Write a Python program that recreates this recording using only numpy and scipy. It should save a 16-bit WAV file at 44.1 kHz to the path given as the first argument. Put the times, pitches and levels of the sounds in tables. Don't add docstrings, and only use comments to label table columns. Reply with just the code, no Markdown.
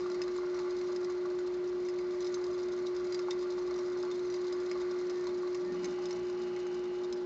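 import sys
import numpy as np
from scipy import signal
from scipy.fft import rfft, irfft
from scipy.io import wavfile

SR = 44100
rng = np.random.default_rng(int(sys.argv[2]) if len(sys.argv) > 2 else 0)


def put_to_file(sound):
    columns = np.atleast_2d(sound).T
    safe = np.clip(columns, -1, 1)
    whole_steps = np.round(safe * 32767)
    wavfile.write(sys.argv[1], SR, whole_steps.astype(np.int16))


N = 319725
TIME = np.arange(N) / SR

# (frequency [Hz], width [Hz], level [dB])
SHELL = [(601.6, 43, 3.5), (625.5, 9.6, -5.5), (864, 14, 3), (1043, 45, -8), (1120, 62, 1), (1161, 40, 0),
         (1385.4, 18, 4), (1466, 11, -1)]
# (frequency [Hz], width [Hz], level [dB])
TRACK = [(3700, 43, 2), (4060, 400, 0.5), (4290, 36, -4), (4830, 240, 1), (4980, 26, -9.5), (5040, 69, 0.5),
         (5590, 110, -0.5), (5900, 33, 1.5), (6340, 55, 0), (6570, 270, -12), (6930, 26, -24.5)]
# (time [s], level [dB])
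EFFORT = [(0.0, -53), (0.34, -52), (0.66, -51.5), (1.8, -57), (2.5, -53.5), (3.84, -52.5), (4.26, -54),
          (4.83, -50.5), (5.53, -54.5), (5.75, -53), (6.76, -55.5), (7.25, -59.5)]

START_S, RUN_UP_S = 5.56, 0.21


def from_db(db):
    return 10 ** (np.asarray(db) / 20)


def rms_one(x):
    return x / np.sqrt(np.mean(x ** 2) + 1e-20)


def strength(sound):
    return sound / np.sqrt(np.sum(sound ** 2) / (SR / 200))


def in_time(rows):
    s, *columns = np.transpose(rows)
    return [np.interp(TIME, s, column) for column in columns]


def add(out, s, sound):
    at = max(round(s * SR), 0)
    out[at:at + len(sound)] += sound[:max(N - at, 0)]


def ramp(start, length):
    return np.clip((TIME - start) / length, 0, 1)


def envelope(start, attack, hold, release):
    return ramp(start, attack) - ramp(start + attack + hold, release)


def swell(middle, half):
    return np.cos(np.pi / 2 * np.clip((TIME - middle) / half, -1, 1)) ** 2


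def drift(rate):
    r = np.exp(-2 * np.pi * rate * 40 / SR)
    noise = rng.standard_normal(N // 40 + 2002)
    slow = signal.lfilter([1], [1, -2 * r, r * r], noise)[2000:]
    return np.interp(np.arange(N) / 40, np.arange(len(slow)), rms_one(slow))


def tone(hz):
    cycles = np.cumsum(hz * np.ones(N)) / SR
    return np.sqrt(2) * np.sin(2 * np.pi * (cycles + rng.random()))


def band(x, low_hz, high_hz):
    return signal.sosfilt(signal.butter(2, [low_hz, high_hz], "band", fs=SR, output="sos"), x)


def resonate(x, hz, width):
    r = np.exp(-np.pi * width / SR)
    zeros = np.array([1, 0, -1]) * (1 - r * r) / 2
    poles = [1, -2 * r * np.cos(2 * np.pi * hz / SR), r * r]
    return signal.lfilter(zeros, poles, x + 1e-18)


def body(x, modes):
    return sum(from_db(db) * resonate(x, hz, width) for hz, width, db in modes)


def air():
    # (frequency [Hz], relative density [dB per Hz])
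    air_colour = [(25, -17.5), (42, -10), (65, 0), (95, -12), (135, -6), (190, 3), (270, 3), (470, 1),
                  (720, -4.5), (1000, -4), (1300, -7.5), (2900, -17), (5000, -19.5), (7500, -33)]
    hz, db = np.transpose(air_colour)
    bins = np.maximum(np.arange(N // 2 + 1) * SR / N, 1)
    colour = from_db(np.interp(np.log(bins), np.log(hz), db))
    noise = irfft(rfft(rng.standard_normal(N)) * colour, N)
    return from_db(-52) * rms_one(noise)


def appliance(flutter_db=0.21, waver_hz=2, waver_db=4.0):
    # (mean frequency [Hz], mean level [dB rms])
    fan_tones = [(58.2, -75), (119.9, -72), (179, -72.5), (238, -67), (315, -69.5), (398, -65), (599, -64)]
    hum_hz, hum_db = 360.06, -34.5
    sag_db = 1.24
    level = hum_db - sag_db * ramp(START_S, RUN_UP_S) + flutter_db * drift(8)
    out = from_db(level) * tone(hum_hz)
    for hz, db in fan_tones:
        out += from_db(db + waver_db * drift(3)) * tone(hz + waver_hz * drift(3.71))
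    return out


def compressor(slip=.0006, buzz_waver_db=1, whine_waver_db=2):
    # (multiple of the shaft rate, level at speed [dB rms], change as the pressure builds [dB/s])
    buzz_tones = [(1, -74, 0.5), (3.023, -57, -7.5), (4, -62, 3.5), (10.98, -67.5, 0), (14.01, -61.5, 1.5),
                  (26, -71, 1)]
    # (multiple of the shaft rate, level before its envelope [dB rms])
    whine_tones = [(33, -73.5), (39, -71.5), (42, -80), (43, -74.5), (45, -74), (46, -78.5), (48, -69.5),
                   (49, -73), (51, -70)]
    # (frequency [Hz], width [Hz], level [dB])
    mounts = [(196, 20, 6), (236, 43, -1), (272, 43, -6.5), (306, 76, -8)]
    shaft_hz = 59.21
    throb_hz, throb_depth, throb_below_hz = 2.9, 0.33, 300
    at_speed = START_S + RUN_UP_S
    shaft = shaft_hz * (1 + slip * drift(4))
    age = np.maximum(TIME - at_speed, 0)
    throb = throb_depth * np.cos(2 * np.pi * throb_hz * age)

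    buzz = np.zeros(N)
    for k, db, change in buzz_tones:
        level = from_db(db + change * age + buzz_waver_db * drift(9.4))
        beat = 1 + throb * (k * shaft_hz < throb_below_hz)
        buzz += level * beat * tone(k * shaft)
    whine = sum(from_db(db + whine_waver_db * drift(14)) * tone(k * shaft) for k, db in whine_tones)
    shaking = band(body(rng.standard_normal(N), mounts), low_hz=151, high_hz=400)
    shudder = from_db(-48.5) * rms_one(shaking)

    whine_attack_s = 0.048
    whine_shape = envelope(at_speed - whine_attack_s, whine_attack_s, hold=1.09, release=0.41)
    shudder_shape = envelope(START_S, attack=0.05, hold=0.26, release=0.1)
    return ramp(START_S, RUN_UP_S) ** 2 * buzz + whine_shape * whine + shudder_shape * shudder


def axle():
    # (middle [s], half length [s], mean frequency [Hz], level at the top of the swell [dB rms])
    chirps = [(4.577, 0.072, 1730, -66), (5.192, 0.09, 1800, -59.5), (5.70, 0.067, 1820, -57)]
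    out, bend_hz = np.zeros(N), 9.6 * drift(20)
    for s, half, hz, db in chirps:
        out += from_db(db) * swell(s, half) * tone(hz + bend_hz)
    return out


def patter(modes, per_s, spread_db, spot_db, t60, rub):
    at = np.flatnonzero(rng.random(N) < per_s / SR)
    force_db = spread_db * (2 * rng.random(len(at)) - 1)
    grit, out = rng.standard_normal(N), np.zeros(N)
    decay = from_db(-120 / (t60 * SR))
    for hz, width, db in modes:
        touches = np.zeros(N)
        touches[at] = from_db(force_db + spot_db * (2 * rng.random(len(at)) - 1))
        energy = signal.lfilter([1], [1, -decay], touches ** 2 + 1e-18)
        drive = grit * np.sqrt(energy / energy.mean() + rub ** 2)
        out += from_db(db) * resonate(drive, hz, width)
    return out


def running(drum_db=-1.13, bearing_db=-1):
    # (frequency [Hz], width [Hz], level [dB])
    bearing = [(2024, 90, 5.5), (2143, 90, 0), (3960, 75, -9.5), (4145, 39, 2.5), (4274, 59, 2.5),
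               (5420, 21, -9.5)]
    # (middle [s], half length [s], extra scrabble [dB])
    scrambles = [(.15, 0.11, 1), (2.26, 0.22, 4), (3.155, 0.16, 1), (4.36, 0.27, 2.5)]
    scrabble_db, follows = -61.5, 0.92
    effort, = in_time(EFFORT)
    scrabble = scrabble_db + follows * (effort - effort.mean())
    scrabble += sum(db * swell(s, half) for s, half, db in scrambles)

    drum = patter(SHELL, per_s=60, spread_db=0.5, spot_db=2.0, t60=0.024, rub=1.0)
    drum = rms_one(band(drum, low_hz=475, high_hz=2010))
    scratch = patter(TRACK, per_s=75, spread_db=5.5, spot_db=6.0, t60=0.045, rub=.6)
    scratch = rms_one(band(scratch, low_hz=3240, high_hz=9100))
    hiss = from_db(bearing_db) * rms_one(body(rng.standard_normal(N), bearing))
    return from_db(effort + drum_db) * drum + from_db(scrabble) * (scratch + hiss)


def steps(per_s=10.8, jitter_s=.012, spread_db=7):
    beats = np.arange(0, N / SR, 1 / per_s)
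    shift, force, spot = rng.random((len(beats), 3)).T
    s = beats + jitter_s * (2 * shift - 1)
    effort, = in_time(EFFORT)
    level = np.interp(s, TIME, effort - effort.mean()) + spread_db * (2 * force - 1)
    return np.transpose([s, level, spot])


def mode_at(modes, spot):
    return modes[int(spot * len(modes))][0]


def contact(snap, t60, tail_db, tail_t60):
    t = TIME[:SR // 8]
    fade = from_db(-60 * t / t60) + from_db(tail_db - 60 * t / tail_t60)
    return snap * (t == 0) + rng.standard_normal(len(t)) * fade


def paws(gait, level_db=-1, spot_db=2, slap_db=0):
    # (time [s], level before trim [dB], ring [Hz])
    firm_paws = [(0.06, -39, 1150), (0.385, -41, 1150), (0.433, -43.5, 1060), (0.6, -43, 864),
                 (1.255, -42.5, 1160), (2.371, -42.5, 1200), (2.737, -48, 1090), (3.193, -43.5, 1160),
                 (3.284, -36.5, 870), (3.58, -42.5, 897), (3.76, -44.5, 1175), (4.034, -42, 864),
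                 (4.762, -41, 1120), (4.945, -45, 1146), (5.269, -40, 990), (5.432, -42.5, 1120),
                 (5.985, -41.5, 814)]
    step_db = -52.5
    light = [(s, step_db + db, mode_at(SHELL, spot)) for s, db, spot in gait]
    out = np.zeros(N)
    for s, db, hz in list(firm_paws) + light:
        touch = contact(snap=14, t60=0.016, tail_db=-14, tail_t60=0.27)
        touch = band(touch, low_hz=750, high_hz=1386)
        ring = strength(body(touch, SHELL)) + from_db(spot_db) * strength(resonate(touch, hz, width=36))
        slap = from_db(slap_db) * strength(touch)
        add(out, s, from_db(db + level_db) * strength(ring + slap))
    return out


def claws(gait, level_db=-6, spot_db=1, knock_db=3.0, crack_db=-5, clack_db=-2):
    # (time [s], level [dB], ring [Hz], knock on the rim [dB])
    sharp_claws = [(0.1446, -43, 4630, -57), (0.2174, -33, 5050, -46), (0.5896, -41.5, 4460, -54),
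                   (0.8131, -43, 4280, -52.5), (0.9617, -39, 5060, -56.5), (1.046, -43, 4900, -59),
                   (1.8861, -41, 5100, -52.5), (1.9869, -45.5, 4800, -52.5), (2.2059, -41, 5890, -63),
                   (2.2453, -41, 5080, -62), (2.2692, -40, 5090, -61), (2.3426, -34, 6290, -55),
                   (2.4406, -40.5, 4910, -56.5), (2.8674, -38.5, 3860, -60), (2.9642, -41.5, 5030, -60),
                   (3.1233, -36, 4840, -55), (3.1453, -34, 4760, -50), (3.1916, -39, 5120, -53),
                   (3.3084, -30.5, 3700, -46.5), (4.0276, -41, 5070, -64), (4.1131, -39, 3640, -58),
                   (4.3005, -42.5, 5830, -61), (4.3405, -39.5, 4830, -55), (4.5246, -39, 5000, -65),
                   (4.7137, -39, 4960, -45), (5.0968, -40.5, 5130, -65), (5.2694, -39, 4110, -59),
                   (5.5463, -41, 5150, -52), (5.8441, -35, 6220, -47.5), (5.8554, -40, 6270, -51),
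                   (6.0561, -37.5, 5080, -65), (6.108, -37.5, 5300, -53), (6.128, -41, 5730, -57),
                   (6.563, -47, 4180, -51.5), (7.1257, -36.5, 5160, -60)]
    # (frequency [Hz], width [Hz], level [dB])
    rim_modes = [(2015, 25, 0.5), (2181, 50, 0.5), (2623, 110, -10)]
    step_db, step_knock_db = -51, -64
    light = [(s, step_db + db, mode_at(TRACK, spot), step_knock_db + db) for s, db, spot in gait]
    out = np.zeros(N)
    for s, db, hz, knock in list(sharp_claws) + light:
        touch = contact(snap=8.2, t60=0.038, tail_db=-12.5, tail_t60=0.057)
        ring = strength(body(touch, TRACK)) + from_db(spot_db) * strength(resonate(touch, hz, width=45))
        crack = from_db(crack_db) * strength(band(touch, low_hz=2860, high_hz=5740))
        clack = from_db(clack_db) * strength(band(touch, low_hz=1730, high_hz=3300))
        rim = strength(strength(body(touch, rim_modes)) + clack)
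        hit = from_db(db + level_db) * strength(ring + crack)
        add(out, s, hit + from_db(knock + knock_db) * rim)
    return out


def scene():
    machines = air() + appliance() + compressor()
    wheel, gait = axle() + running(), steps()
    return (machines + wheel + paws(gait) + claws(gait))[None]


def record(dry):
    softened = signal.sosfilt(signal.butter(10, 7600, fs=SR, output="sos"), dry)
    return signal.sosfilt(signal.cheby2(16, 50, 8300, fs=SR, output="sos"), softened)


dry = scene()
out = record(dry)
put_to_file(out)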